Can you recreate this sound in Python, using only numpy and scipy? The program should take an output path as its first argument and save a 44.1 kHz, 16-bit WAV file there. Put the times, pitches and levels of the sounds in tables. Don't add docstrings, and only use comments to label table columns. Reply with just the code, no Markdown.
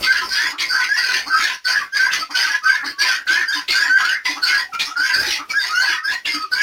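import sys
import numpy as np
from scipy import signal
from scipy.fft import rfft, irfft, next_fast_len
from scipy.io import wavfile
from scipy.ndimage import uniform_filter1d

SR = 44100
rng = np.random.default_rng(int(sys.argv[2]) if len(sys.argv) > 2 else 0)


def convert_level_to_amplitude(level_db):
    exponent = np.asarray(level_db, float) / 20
    return 10 ** exponent


def wav_out(sig):
    wavfile.write(sys.argv[1], SR, np.round(np.clip(np.atleast_2d(sig).T, -1, 1) * 32767).astype(np.int16))


N = 291942


def evened(x):
    return x / np.sqrt(np.mean(x ** 2) + 1e-20)


def read(points, hz):
    f, value = np.transpose(points)
    return np.interp(np.log(hz + 1), np.log(f + 1), value)


def add(mix, s, sound):
    part = mix[round(s * SR):][:len(sound)]
    part += sound[:len(part)]


def drift(count, hz):
    size = max(int(SR / hz), 1)
    smooth = uniform_filter1d(rng.standard_normal(count), size)
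    return evened(uniform_filter1d(smooth, size))


def coloured(x, points):
    size = next_fast_len(len(x))
    gain = convert_level_to_amplitude(read(points, np.fft.rfftfreq(size, 1 / SR)))
    return irfft(rfft(x, size) * gain, size)[:len(x)]


def resonate(x, hz, width_hz):
    turn = np.exp(2j * np.pi * np.cumsum(hz * np.ones(len(x))) / SR)
    r = np.exp(-np.pi * abs(width_hz) / SR)
    low = signal.lfilter([(1 - r) ** 2], np.poly([r, r]), x / turn)
    return evened((turn * low).real)


def swell(length, rise, fall):
    t = np.arange(0, length + 3 * fall, 1 / SR)
    return t, np.clip(t / rise, 0, 1) * np.exp(-np.maximum(t - length + fall, 0) / fall)


def ring(s, length, hz, db, width_hz):
    t, shape = swell(length, 0.0061, 0.019)
    return max(s - .005, 0), convert_level_to_amplitude(db) * shape * resonate(rng.standard_normal(len(t)), hz, width_hz)


def sliding(s, length, start_hz, end_hz, db, width_hz):
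    t, shape = swell(length, 0.0097, 0.017)
    pulses = rng.standard_normal(len(t)) * convert_level_to_amplitude(3.4 * drift(len(t), 133))
    hz = start_hz + (end_hz - start_hz) * np.minimum(t / length, 1)
    return s, convert_level_to_amplitude(db) * shape * resonate(pulses, hz, width_hz)


# (time [s], length [s], first pitch [Hz], last pitch [Hz], level [dB])
GLIDING_STARTS = [(0.07, 0.062, 1525, 1585, -13.5), (.365, 0.078, 1600, 1870, -19.5),
                  (0.889, 0.079, 1566, 1782, -16.5), (1.301, 0.09, 1530, 1586, -18.5),
                  (1.653, 0.072, 1489, 1540, -21), (1.992, 0.096, 1517, 1631, -14.5),
                  (2.655, 0.087, 1505, 1617, -11.5), (3.084, 0.046, 1605, 1505, -17.5),
                  (3.742, .1, 1511, 1683, -18.5), (3.894, 0.1, 1490, 1600, -12),
                  (4.002, 0.059, 1214, 1360, -27), (4.038, 0.12, 1378, 1628, -19),
                  (4.961, 0.12, 1390, 1629, -19), (5.175, 0.05, 1558, 1605, -17.5),
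                  (5.544, 0.05, 1577, 1682, -15.5), (5.596, 0.032, 1614, 1584, -17),
                  (6.043, 0.059, 1542, 1670, -18), (6.57, 0.063, 1558, 1725, -18.5)]
# (time [s], length [s], pitch [Hz], level [dB])
HELD_STARTS = [(.7, 0.045, 1513, -20), (0.749, 0.035, 1587, -13), (.775, 0.072, 1512, -18.5),
               (1.027, 0.034, 1565, -19), (2.345, 0.03, 1514, -14.5), (2.44, 0.028, 1545, -14.5),
               (4.428, 0.022, 1482, -13.5), (4.492, 0.055, 1508, -19.5), (5.862, 0.046, 1652, -19.5),
               (6.521, 0.035, 1511, -15.5)]
# (time [s], length [s], first pitch [Hz], last pitch [Hz], level [dB])
NASAL_STARTS = [(0.307, 0.038, 1517, 1570, -23), (1.926, 0.05, 1550, 1700, -20.5),
                (2.986, 0.057, 1581, 1727, -21), (3.276, 0.071, 1488, 1602, -16.5),
                (3.48, 0.0605, 1572, 1638, -18.5), (5.696, 0.042, 1210, 1290, -21.5),
                (5.732, 0.11, 1390, 1563, -17)]


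def whistles():
    droop_hz_per_s, plain_second_db, nasal_second_db = 350, -31, -23.5
    glides = [(*row, plain_second_db) for row in GLIDING_STARTS]
    nasal = [(*row, nasal_second_db) for row in NASAL_STARTS]
    held = [(s, length, hz, hz - droop_hz_per_s * length, db, plain_second_db)
            for s, length, hz, db in HELD_STARTS]
    return sorted(glides + nasal + held)


def beats(t, length):
    depth = 0.82 * np.clip(2.21 * t / length - 1.2, 0, 1)
    beat_hz = 75 * (1 + .3 * drift(len(t), 30))
    return 1 + depth * np.cos(2 * np.pi * np.cumsum(beat_hz) / SR)


# (multiple of the pitch [1], level [dB])
WHISTLE_OVERTONES = [(3, -20), (4, -33)]


def note(s, length, start_hz, end_hz, db, second_db, wobble, flutter_db, upper_db):
    t, shape = swell(length, 0.017, 0.009)
    hz = start_hz + (end_hz - start_hz) * np.minimum(t / length, 1)
    turns = np.cumsum(hz * (1 + wobble * drift(len(t), 146.0))) / SR
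    tone = np.sin(2 * np.pi * turns) + convert_level_to_amplitude(second_db) * np.sin(4 * np.pi * turns)
    for k, over_db in WHISTLE_OVERTONES:
        level = convert_level_to_amplitude(over_db + upper_db + 3.6 * drift(len(t), 26.67))
        tone += level * np.sin(2 * np.pi * round(k) * turns)
    strength = convert_level_to_amplitude(db + flutter_db * drift(len(t), 103)) * shape * beats(t, length)
    return s - .006, np.sqrt(2) * tone * strength


def fourth(s, length, start_hz, end_hz, db):
    return note(s, length, 4 * start_hz, 4 * end_hz, db - 26.5, -60, wobble=.004, flutter_db=4, upper_db=-60)


def whistle_notes(out):
    for row in whistles():
        add(out, *note(*row, wobble=.004, flutter_db=1.4, upper_db=-.1))
    for row in NASAL_STARTS:
        add(out, *fourth(*row))


def chaos(per_s, spread_db, burst_db, burst_hz):
    clicks = (rng.random(N) < per_s / SR) * rng.choice([-1., 1.], N)
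    size_db = spread_db * np.minimum(rng.exponential(1, N), 3)
    return clicks * convert_level_to_amplitude(size_db + burst_db * drift(N, burst_hz))


def breath(length, rise, db, start_db, fade_db):
    release_s, release_db = 0.067, -23
    rise = np.clip(rise, .002, 0.72 * length)
    hold = max(length - release_s, rise + .001)
    t = np.arange(0, hold + release_s, 1 / SR)
    knots = [0, 0.45 * rise, rise, hold, hold + release_s]
    levels_db = [start_db, 0.53 * start_db, 0, fade_db, fade_db + release_db]
    return np.minimum(t / 0.01, 1) * convert_level_to_amplitude(db + np.interp(t, knots, levels_db))


# (time [s], length [s], effort [dB], high ring [dB])
SHORT_CACKLES = [(0.0, .09, -37, -24), (0.022, 0.34, -27.5, -13.5), (0.588, 0.1682, -25.5, -11),
                 (2.112, 0.18, -24.5, -33), (2.839, 0.14, -34.5, -13.5), (4.242, 0.2, -28, -19),
                 (4.728, .07, -31.5, -44), (4.787, 0.19, -29.5, -44), (5.49, 0.1, -28, -41),
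                 (5.593, 0.2, -27.5, -11), (6.255, .24, -31, -16.5)]
# (time [s], length [s], build-up [s], effort [dB], high ring [dB])
LONG_SYLLABLES = [(0.285, 0.28, 0.066, -27.5, -8.5), (0.682, 0.37, 0.12, -29.5, -16),
                  (0.952, 0.21, 0.032, -33, -16.5), (1.03, 0.24, 0.12, -26, -12.5),
                  (1.259, 0.34, 0.14, -27.5, -21), (1.64, 0.23, 0.047, -27.5, -15),
                  (1.93, 0.2, 0.04, -26.5, -28), (2.298, 0.13, 0.009, -37.5, -28),
                  (2.34, 0.28, 0.025, -27.5, -15), (2.627, .2, 0.059, -27, -23),
                  (2.984, 0.24, 0.044, -25.5, -12), (3.265, 0.22, 0.04, -27.5, -22),
                  (3.478, 0.19, 0.081, -32, -17), (3.692, 0.29, 0.016, -28.5, -17),
                  (3.894, 0.31, 0.12, -30, -36), (4.416, 0.26, 0.073, -28, -9.5),
                  (4.962, 0.24, 0.11, -29, -15), (5.118, 0.32, 0.18, -25.5, -20),
                  (5.701, 0.19, 0.091, -24.5, -46), (5.796, .22, 0.027, -26.5, -13),
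                  (6.031, 0.18, 0.11, -27.5, -23), (6.51, 0.16, 0.13, -28, -14)]
# (time [s], length [s], level [dB])
THROAT_RINGS = [(0.055, 0.21, -13), (0.349, 0.18, -14), (0.705, 0.15, -10.5), (0.867, 0.38, -19.5),
                (1.3, 0.29, -15), (1.647, 0.25, -15.5), (1.946, 0.3, -19), (2.346, 0.27, -20.5),
                (2.635, 0.32, -19.5), (2.984, 0.28, -19), (3.264, 0.24, -14), (3.477, 0.17, -17),
                (3.721, 0.23, -13.5), (3.884, 0.35, -15.5), (4.42, 0.24, -18), (4.951, 0.4, -16.5),
                (5.528, 0.17, -12), (5.71, 0.28, -9), (6.042, 0.16, -15), (6.252, 0.21, -30.5),
                (6.523, 0.36, -19.5)]


def efforts():
    effort, high, throat = np.zeros((3, N))
    for s, length, db, _ in SHORT_CACKLES:
        add(effort, s, breath(length, 0.024, db, start_db=-16, fade_db=-14.5))
    for s, length, rise, db, _ in LONG_SYLLABLES:
        add(effort, s, breath(length, rise, db, start_db=-16, fade_db=-6))
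    for s, length, *_, high_db in list(SHORT_CACKLES) + list(LONG_SYLLABLES):
        add(high, s, breath(length, 0.022, high_db, start_db=-7.5, fade_db=-18.5))
    for s, length, db in THROAT_RINGS:
        add(throat, s, breath(length, 0.046, db, start_db=-7, fade_db=-5.5))
    return uniform_filter1d([effort, high + convert_level_to_amplitude(0.5) * effort, throat], size=150)


def whistle_course(t):
    s, length, start_hz, end_hz = np.transpose(whistles())[:4]
    latest = np.maximum(np.searchsorted(s, t) - 1, 0)
    glide = np.clip((t - s[latest]) / length[latest], 0, 1.6)
    pitch_hz = start_hz[latest] + (end_hz - start_hz)[latest] * np.minimum(glide, 1)
    return pitch_hz, glide, np.maximum(t - s[latest] - length[latest], 0)


# (from [s], to [s])
SOLO_SPANS = [
    (0.069, 0.12),
    (.88, 0.95),
    (1.299, 1.373),
    (1.991, 2),
    (2.65, 2.75),
    (3.475, 3.5),
    (3.89, 3.97),
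    (5.542, 5.64),
    (5.721, 5.87),
    (6.04, 6.17),
]


def solo(t):
    return uniform_filter1d(sum(1. * ((t > a) & (t < b)) for a, b in SOLO_SPANS), size=500)


def patchy(x, patch_db):
    z = signal.stft(x, nperseg=512)[2]
    field = rng.standard_normal(z.shape[::-1]).T
    field = uniform_filter1d(field, size=3, axis=0)
    field = evened(uniform_filter1d(field, size=8, axis=1))
    return evened(signal.istft(z * convert_level_to_amplitude(patch_db * field), nperseg=512)[1][:N])


# (frequency [Hz], width [Hz], level [dB])
WINDPIPE_MODES = [(345, 40, -35), (1000, 60, -20), (3300, 250, -18), (6350, 400, -15)]


def windpipe(slaps):
    return sum(convert_level_to_amplitude(db) * resonate(slaps, hz * (1 + 0.051 * drift(N, 7.4)), width_hz)
               for hz, width_hz, db in WINDPIPE_MODES)


def throat_ring(slaps, other, pitch_hz, after_s):
    climb_hz, climb_s, rest_hz = 129, 0.076, 1525
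    after = after_s / climb_s
    arch_hz = pitch_hz + climb_hz * after * np.exp(1 - after)
    led = resonate(other, arch_hz * (1 + 0.016 * drift(N, 14)), 210)
    resting = resonate(slaps, rest_hz * (1 + 0.023 * drift(N, 18)), 200)
    return convert_level_to_amplitude(-4.0) * led + convert_level_to_amplitude(-11) * resting


def high_ring(slaps, t, pitch_hz, alone):
    base_hz, opening_hz_per_s, opening_s = 4604, 1650, 0.083
    starts = np.sort([row[0] for row in list(SHORT_CACKLES) + list(LONG_SYLLABLES)])
    latest = starts[np.maximum(np.searchsorted(starts, t) - 1, 0)]
    hz = base_hz + opening_hz_per_s * np.clip(t - latest, 0, opening_s)
    high = patchy(resonate(slaps, hz * (1 + 0.026 * drift(N, 43.0)), 810), patch_db=4.5)
    third = np.sqrt(2) * np.sin(6 * np.pi * np.cumsum(pitch_hz) / SR)
    return (1 - .7 * alone) * high + .5 * alone * third * convert_level_to_amplitude(3 * drift(N, 60))


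# (from [s], to [s], dip [dB])
WHISTLE_HOLLOWS = [(.255, 0.34, -7), (0.692, 0.804, -8.5), (.88, 0.96, -5), (1.275, 1.38, -12),
                   (1.638, 1.663, -6), (1.687, 1.757, -5), (1.92, 1.947, -14), (2.98, 2.997, -7),
                   (3.26, 3.275, -9), (2.023, 2.108, -5.5), (2.3, 2.35, -7.5), (2.594, 2.674, -15),
                   (3.47, 3.53, -13), (3.9, 3.975, -12), (4.966, 5.07, -7.5), (5.13, 5.245, -4),
                   (5.508, 5.603, -11), (5.707, 5.835, -14), (6.029, 6.1, -11), (6.51, 6.58, -7)]
# (low edge [Hz], high edge [Hz])
HOLLOW_BAND = (2330, 4320)


def hollowed(x):
    t = np.arange(N) / SR
    dip_db = sum(min(db, 0) * ((t > a) & (t < b)) for a, b, db in WHISTLE_HOLLOWS)
    dip_db = uniform_filter1d(dip_db, size=400)
    band = signal.butter(3, HOLLOW_BAND, "band", fs=SR, output="sos")
    return x - (1 - convert_level_to_amplitude(dip_db)) * signal.sosfiltfilt(band, x)


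# (frequency [Hz], level [dB])
RASP_COLOUR = [(200, -19), (450, -15.5), (800, -7.5), (1300, -2), (2500, 5), (3900, 0), (5600, 3.5),
               (6500, -7), (7400, -20.5), (16000, -29)]


def rasp():
    t = np.arange(N) / SR
    effort, high_gain, throat_gain = efforts()
    pitch_hz, glide, after_s = whistle_course(t)
    clean = uniform_filter1d(1. * ((glide > 0) & (glide < 1)), size=700)
    alone = solo(t)
    throat_db = -5.0 * clean - 10.5 * alone
    slaps = chaos(3400, spread_db=2.5, burst_db=2.7, burst_hz=260)
    other = chaos(1500, spread_db=2.5, burst_db=2.5, burst_hz=90)
    broad = patchy(coloured(slaps, RASP_COLOUR), patch_db=4.4) + windpipe(slaps)
    broad *= convert_level_to_amplitude(-7 * alone)
    throat = throat_ring(slaps, other, pitch_hz, after_s)
    beak = resonate(other, 1980 * (1 + 0.052 * drift(N, 14.8)), 184)
    high = high_ring(slaps, t, pitch_hz, alone)
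    calls = effort * (convert_level_to_amplitude(5.5) * broad + convert_level_to_amplitude(-4.0) * beak)
    throaty = throat + convert_level_to_amplitude(-16.5) * (1 - clean) * beak
    return hollowed(calls + convert_level_to_amplitude(-11.0) * high_gain * high) + throat_gain * convert_level_to_amplitude(throat_db - 1.0) * throaty


# (time [s], length [s], first [Hz], last [Hz], level [dB])
THROAT_BREAKS = [(0.032, .06, 2040, 2140, -29), (0.158, 0.044, 1756, 1810, -26.5),
                 (.44, .035, 1840, 2050, -27), (0.338, .16, 1510, 1640, -26.5),
                 (0.788, .05, 1960, 1940, -21.5), (.81, 0.069, 2130, 2110, -27),
                 (0.962, 0.035, 1920, 1880, -20), (.98, 0.036, 1500, 1490, -19),
                 (1.07, 0.06, 1506, 1490, -20), (1.134, 0.083, 1800, 1790, -24.5),
                 (1.409, 0.095, 1664, 1827, -22), (1.4, 0.046, 2165, 2170, -24),
                 (1.731, 0.061, 1670, 1670, -20), (1.971, 0.033, 1650, 1800, -21),
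                 (2.487, 0.083, 1640, 1690, -22.5), (2.738, 0.055, 1690, 1730, -23),
                 (3.059, .04, 1950, 1950, -25), (3.12, 0.082, 1820, 1840, -30),
                 (3.335, .07, 1620, 1800, -20), (3.518, 0.037, 1658, 1764, -21.5),
                 (3.978, 0.089, 1506, 1670, -18), (4.11, 0.047, 1840, 1860, -22),
                 (4.139, 0.047, 2040, 2070, -27.5), (4.537, 0.11, 1880, 1904, -28),
                 (4.51, 0.091, 1615, 1670, -22.5), (5.09, 0.036, 1996, 2025, -25.5),
                 (5.075, 0.083, 1607, 1523, -19), (5.29, 0.087, 2160, 2050, -28),
                 (5.628, 0.036, 1930, 1960, -27.5), (5.88, 0.11, 1487, 1501, -27.5),
                 (5.919, 0.086, 1950, 1830, -27.5), (6.079, 0.037, 1635, 1736, -19),
                 (6.126, 0.056, 1855, 1905, -27.5)]


def throat_breaks(out):
    for row in THROAT_BREAKS:
        add(out, *sliding(*row, width_hz=95))


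# (time [s], length [s], first [Hz], last [Hz], level [dB])
BEAK_BLAZES = [(0.979, 0.09, 4600, 4750, -22.5), (1.311, 0.072, 4800, 4950, -26),
               (1.648, .11, 4500, 4950, -22), (1.941, 0.084, 4850, 4670, -27.5),
               (2.36, 0.093, 4750, 4770, -26.5), (2.854, 0.066, 4930, 4630, -33.5),
               (3.002, 0.13, 4580, 5020, -25), (3.535, 0.068, 4870, 4700, -27),
               (3.681, 0.16, 4460, 4980, -24), (4.42, 0.085, 4470, 4680, -23),
               (5.131, 0.09, 4780, 4940, -21), (5.27, .08, 3700, 4500, -26), (1.13, .06, 4100, 4900, -26),
               (5.501, 0.089, 4900, 5470, -33.5), (5.81, .11, 4550, 4600, -25.5),
               (6.517, 0.074, 4480, 4840, -24.5)]


def beak_blazes(out):
    for row in BEAK_BLAZES:
        add(out, *sliding(*row, width_hz=450))


# (time [s], length [s], first [Hz], last [Hz], level [dB])
UPPER_PARTIALS = [(0.922, 0.027, 3180, 3390, -34), (0.93, 0.037, 5500, 5670, -27),
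                  (0.898, 0.047, 4820, 4910, -35), (1.266, .04, 4560, 4100, -37),
                  (1.418, 0.031, 4053, 4080, -25.5), (.225, 0.052, 5310, 5300, -32),
                  (1.638, .014, 5280, 5250, -28), (1.92, .02, 5050, 5150, -34),
                  (2.983, .016, 5150, 5900, -25), (2.402, 0.034, 5160, 4700, -26),
                  (2.519, 0.041, 2000, 1950, -25), (2.652, .055, 4610, 5100, -35),
                  (2.65, .05, 5000, 5000, -30), (3.475, 0.035, 4780, 4840, -25),
                  (3.48, 0.03, 3140, 3150, -36), (3.482, 0.031, 6360, 7200, -44),
                  (5.58, 0.06, 3690, 3690, -28), (5.3, 0.039, 2400, 2600, -31),
                  (5.74, 0.074, 2700, 3060, -31), (5.745, 0.0724, 5800, 7000, -35),
                  (6.3, 0.046, 4900, 5020, -27), (5.739, 0.049, 5290, 5430, -31),
                  (5.795, 0.06, 4230, 4350, -24), (6.105, 0.066, 3700, 4350, -36),
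                  (6.344, 0.094, 4686, 4590, -31)]


def upper_partials(out):
    for row in UPPER_PARTIALS:
        add(out, *sliding(*row, width_hz=55))


# (time [s], length [s], frequency [Hz],
# level [dB])
HELD_MODES = [(0.029, 0.082, 2094, -26), (0.617, 0.06, 2120, -22), (0.693, 0.06, 4650, -22.5),
              (1.465, 0.079, 3750, -34.5), (2.057, 0.057, 2006, -24.5), (2.107, 0.028, 2600, -24),
              (2.198, 0.033, 4620, -22.5), (2.689, 0.043, 2204, -24), (2.92, 0.095, 1124, -47),
              (3.029, 0.031, 2144, -20.5), (3.528, 0.048, 3640, -28), (3.693, 0.06, 2147, -24.5),
              (3.965, 0.049, 1940, -24), (4.255, 0.085, 2028, -22.5), (4.488, 0.052, 2153, -24),
              (4.645, 0.085, 774, -48), (4.9, .05, 727, -49), (4.97, 0.067, 884, -43),
              (3.476, .05, 890, -46), (4.733, 0.0351, 2380, -32.5), (4.792, 0.0274, 2410, -19.5),
              (4.976, 0.083, 4800, -26.5), (5.017, 0.071, 3060, -37), (5.153, 0.037, 90, -31),
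              (5.497, 0.038, 2320, -26), (5.594, 0.056, 4780, -26.5), (6.038, 0.098, 5200, -32),
              (6.08, 0.052, 3610, -30.5), (6.25, 0.065, 2770, -26.5), (6.267, 0.078, 2130, -27.5),
              (6.557, 0.0978, 2250, -34)]


def held_modes(out):
    for row in HELD_MODES:
        add(out, *ring(*row, width_hz=.04 * row[2]))


# (time [s], level [dB], frequency [Hz])
PIPE_LOWEST = [(0.215, -31.5, 358), (0.422, -39, 330), (0.599, -37, 344), (0.819, -36.5, 357),
               (1.129, -35, 366), (1.412, -37, 354), (2.181, -39, 305.3), (2.458, -39, 320),
               (2.85, -31, 316), (3.019, -35.5, 362), (3.302, -32.5, 352), (3.381, -36, 345),
               (3.549, -37.5, 307), (3.686, -34.5, 358), (3.857, -35, 296), (4.282, -36.5, 310),
               (4.49, -38, 350), (4.972, -41.5, 297.5), (5.158, -39, 345), (5.261, -30.5, 356),
               (5.877, -34.5, 351.4), (6.27, -34, 353), (6.338, -28.5, 303.4), (6.421, -42, 365)]
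# (time [s], level [dB])
PIPE_TRIPLE = [(0.134, -31.5), (0.2153, -23.5), (0.392, -38), (0.4605, -24), (0.7824, -23.5),
               (0.966, -25.5), (1.087, -27), (1.496, -26), (2.0607, -24.5), (2.4016, -46), (2.525, -28.5),
               (2.724, -26), (3.0478, -25), (3.3634, -26.5), (3.5536, -22), (3.84, -24), (4.004, -27),
               (4.2566, -21.5), (4.579, -26), (5.0952, -23), (5.622, -27.5), (5.8334, -22), (5.9225, -26.5),
               (6.1158, -28.5), (6.545, -28.5)]


def pipe_modes(out):
    for s, db, hz in PIPE_LOWEST:
        add(out, *ring(s, .052, hz, db - 6.5, width_hz=38))
    for s, db in PIPE_TRIPLE:
        add(out, *ring(s, 0.052, 1003.7, db - 7.5, width_hz=85))


def snap(s, hz, db):
    width_hz, slide_hz_per_s = 1520, 18600
    t, shape = swell(0.046, 0.007, 0.038)
    clicks = rng.standard_normal(len(t)) * convert_level_to_amplitude(3.6 * rng.standard_normal(len(t)))
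    slide = slide_hz_per_s * t
    up, down = resonate(clicks, hz + slide, width_hz), resonate(clicks, hz - slide, width_hz)
    return s, convert_level_to_amplitude(db) * shape * (up + 0.27 * down)


# (time [s], frequency [Hz], level [dB])
BEAK_SNAPS = [
    (0.026, 2980, -23.5),
    (0.58, 2850, -24),
    (2.11, 2870, -25.5),
    (3.277, 3180, -26),
    (3.678, 3130, -21),
    (4.249, 2860, -24.5),
    (4.792, 3360, -18.5),
    (5.495, 2447, -43),
    (6.25, 2840, -23.5),
]


def beak_snaps(out):
    for row in BEAK_SNAPS:
        add(out, *snap(*row))


# (time [s], length [s], first pitch [Hz], last pitch [Hz], level [dB])
HEN_NOTES = [(0.034, 0.0384, 1304, 1290, -29.5), (0.215, 0.037, 1289, 1382, -27.5),
             (0.526, 0.043, 1270, 1176, -34.5), (0.729, 0.15, 1268, 1260, -39),
             (1.297, 0.12, 1307, 1303, -25.5), (1.792, 0.046, 1300, 1142, -27),
             (2.194, 0.052, 1187, 1320, -33), (2.466, 0.028, 1197, 1250, -27.5),
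             (2.625, 0.062, 1214, 1270, -24), (4.727, 0.045, 1332, 1346, -27),
             (4.868, 0.062, 1208, 1307, -35), (5.383, 0.061, 1298, 1228, -31), (5.5, 0.05, 1290, 1360, -32),
             (5.926, 0.13, 1280, 1260, -37.5), (6.338, 0.054, 1252, 1230, -31),
             (6.397, 0.066, 1270, 1279, -31.5), (6.521, 0.017, 1250, 1190, -24)]


def hen_notes(out):
    for row in HEN_NOTES:
        add(out, *note(*row, -21, wobble=.03, flutter_db=4.5, upper_db=-22))


# (multiple of the pitch [1], level [dB])
CLUCK_PARTIALS = [(1, 2), (2, -7.5), (3, 7.5), (4, 13), (5, 6)]


def cluck(s, db):
    t, shape = swell(0.046, 0.016, 0.016)
    turns = np.cumsum(245 + 2600 * t + 9.8 * drift(len(t), 230)) / SR
    stack = sum(convert_level_to_amplitude(over_db) * np.sin(2 * np.pi * round(k) * turns) for k, over_db in CLUCK_PARTIALS)
    return s, convert_level_to_amplitude(db) * shape * stack


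# (time [s], level [dB])
HEN_CLUCKS = [
    (0.516, -44.5),
    (0.725, -50),
    (1.256, -42),
    (2.29, -44.5),
    (2.823, -42.5),
    (4.353, -42),
    (4.865, -48),
    (5.383, -44),
]


def hen_clucks(out):
    for row in HEN_CLUCKS:
        add(out, *cluck(*row))


def tones():
    out = np.zeros(N)
    for source in (whistle_notes, throat_breaks, beak_blazes, upper_partials, held_modes,
                   pipe_modes, beak_snaps, hen_notes, hen_clucks):
        source(out)
    return out


# (frequency [Hz], time to fall 60 dB [s])
PEN_DECAY = [(300, 0.14), (1500, 0.13), (5000, 0.097), (12000, 0.072)]


def pen(x):
    taps = np.zeros(SR // 2)
    at = np.arange(300, SR // 2 - 20, 20)
    taps[at + rng.integers(0, 20, len(at))] = rng.choice([-1., 1.], len(at))
    hz, t, z = signal.stft(taps, SR, nperseg=256)
    t60 = np.maximum(read(PEN_DECAY, hz), .02)[:, None]
    tail = signal.istft(z * convert_level_to_amplitude(-60 * t / t60), SR, nperseg=256)[1]
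    return signal.fftconvolve(x, tail / np.linalg.norm(tail))[:N]


# (time [s], level [dB])
WIND_GUSTS = [(0.0, -40), (0.28, -55), (0.35, -48), (0.96, -53), (1.18, -46.5), (1.25, -50.5),
              (3.61, -55.5), (3.7, -43.5), (3.93, -61.5), (4.85, -45.5), (5.02, -92), (5.16, -39),
              (5.45, -47), (5.79, -57.5), (6.62, -46.5)]
# (frequency [Hz], level [dB])
WIND_COLOUR = [(20, -12), (60, 5), (120, -5.5), (250, 1.5), (600, -1), (4000, -14)]


def wind(harsh):
    gate = np.clip(uniform_filter1d(abs(harsh), size=1500) / 0.011, .25, 1.4)
    level_db = np.interp(np.arange(N) / SR, *np.transpose(WIND_GUSTS))
    rumble = evened(coloured(rng.standard_normal(N), WIND_COLOUR))
    return gate * convert_level_to_amplitude(level_db + 4 * drift(N, 14)) * rumble


def distant_chatter():
    return convert_level_to_amplitude(-53) * evened(coloured(rng.standard_normal(N), RASP_COLOUR))


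def scene():
    notes, harsh = tones(), rasp()
    echoes = pen(convert_level_to_amplitude(-5.5) * notes + convert_level_to_amplitude(-5.0) * harsh)
    return (notes + harsh + echoes + wind(harsh) + distant_chatter())[None]


# (frequency [Hz], level [dB])
TREBLE_COPIES = [(7000, -19.5), (8500, -22), (10800, -11.5), (10900, -25), (12500, -26.5), (14700, -13.5),
                 (14800, -32), (16000, -23.5)]


def copied_treble(x):
    split_hz, step_hz = 7000, 3870
    size = next_fast_len(N)
    z, hz = rfft(x, size), np.fft.rfftfreq(size, 1 / SR)
    split, step = np.searchsorted(hz, [split_hz, step_hz])
    source = split - step + np.arange(len(hz) - split) % step
    z[split:] += z[source] * convert_level_to_amplitude(read(TREBLE_COPIES, hz[split:]))
    return irfft(z, size)[:N]


def top_cut(x):
    return signal.sosfilt(signal.butter(12, 16480, fs=SR, output="sos"), x)


def record(dry):
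    limited = copied_treble(0.83 * np.tanh(dry[0] / .9))[None]
    edge = signal.firwin(301, 15900, window=("kaiser", 9), fs=SR)
    mix = signal.oaconvolve(limited, edge[None], "same")
    return top_cut(mix)


dry = scene()
out = record(dry)
wav_out(out)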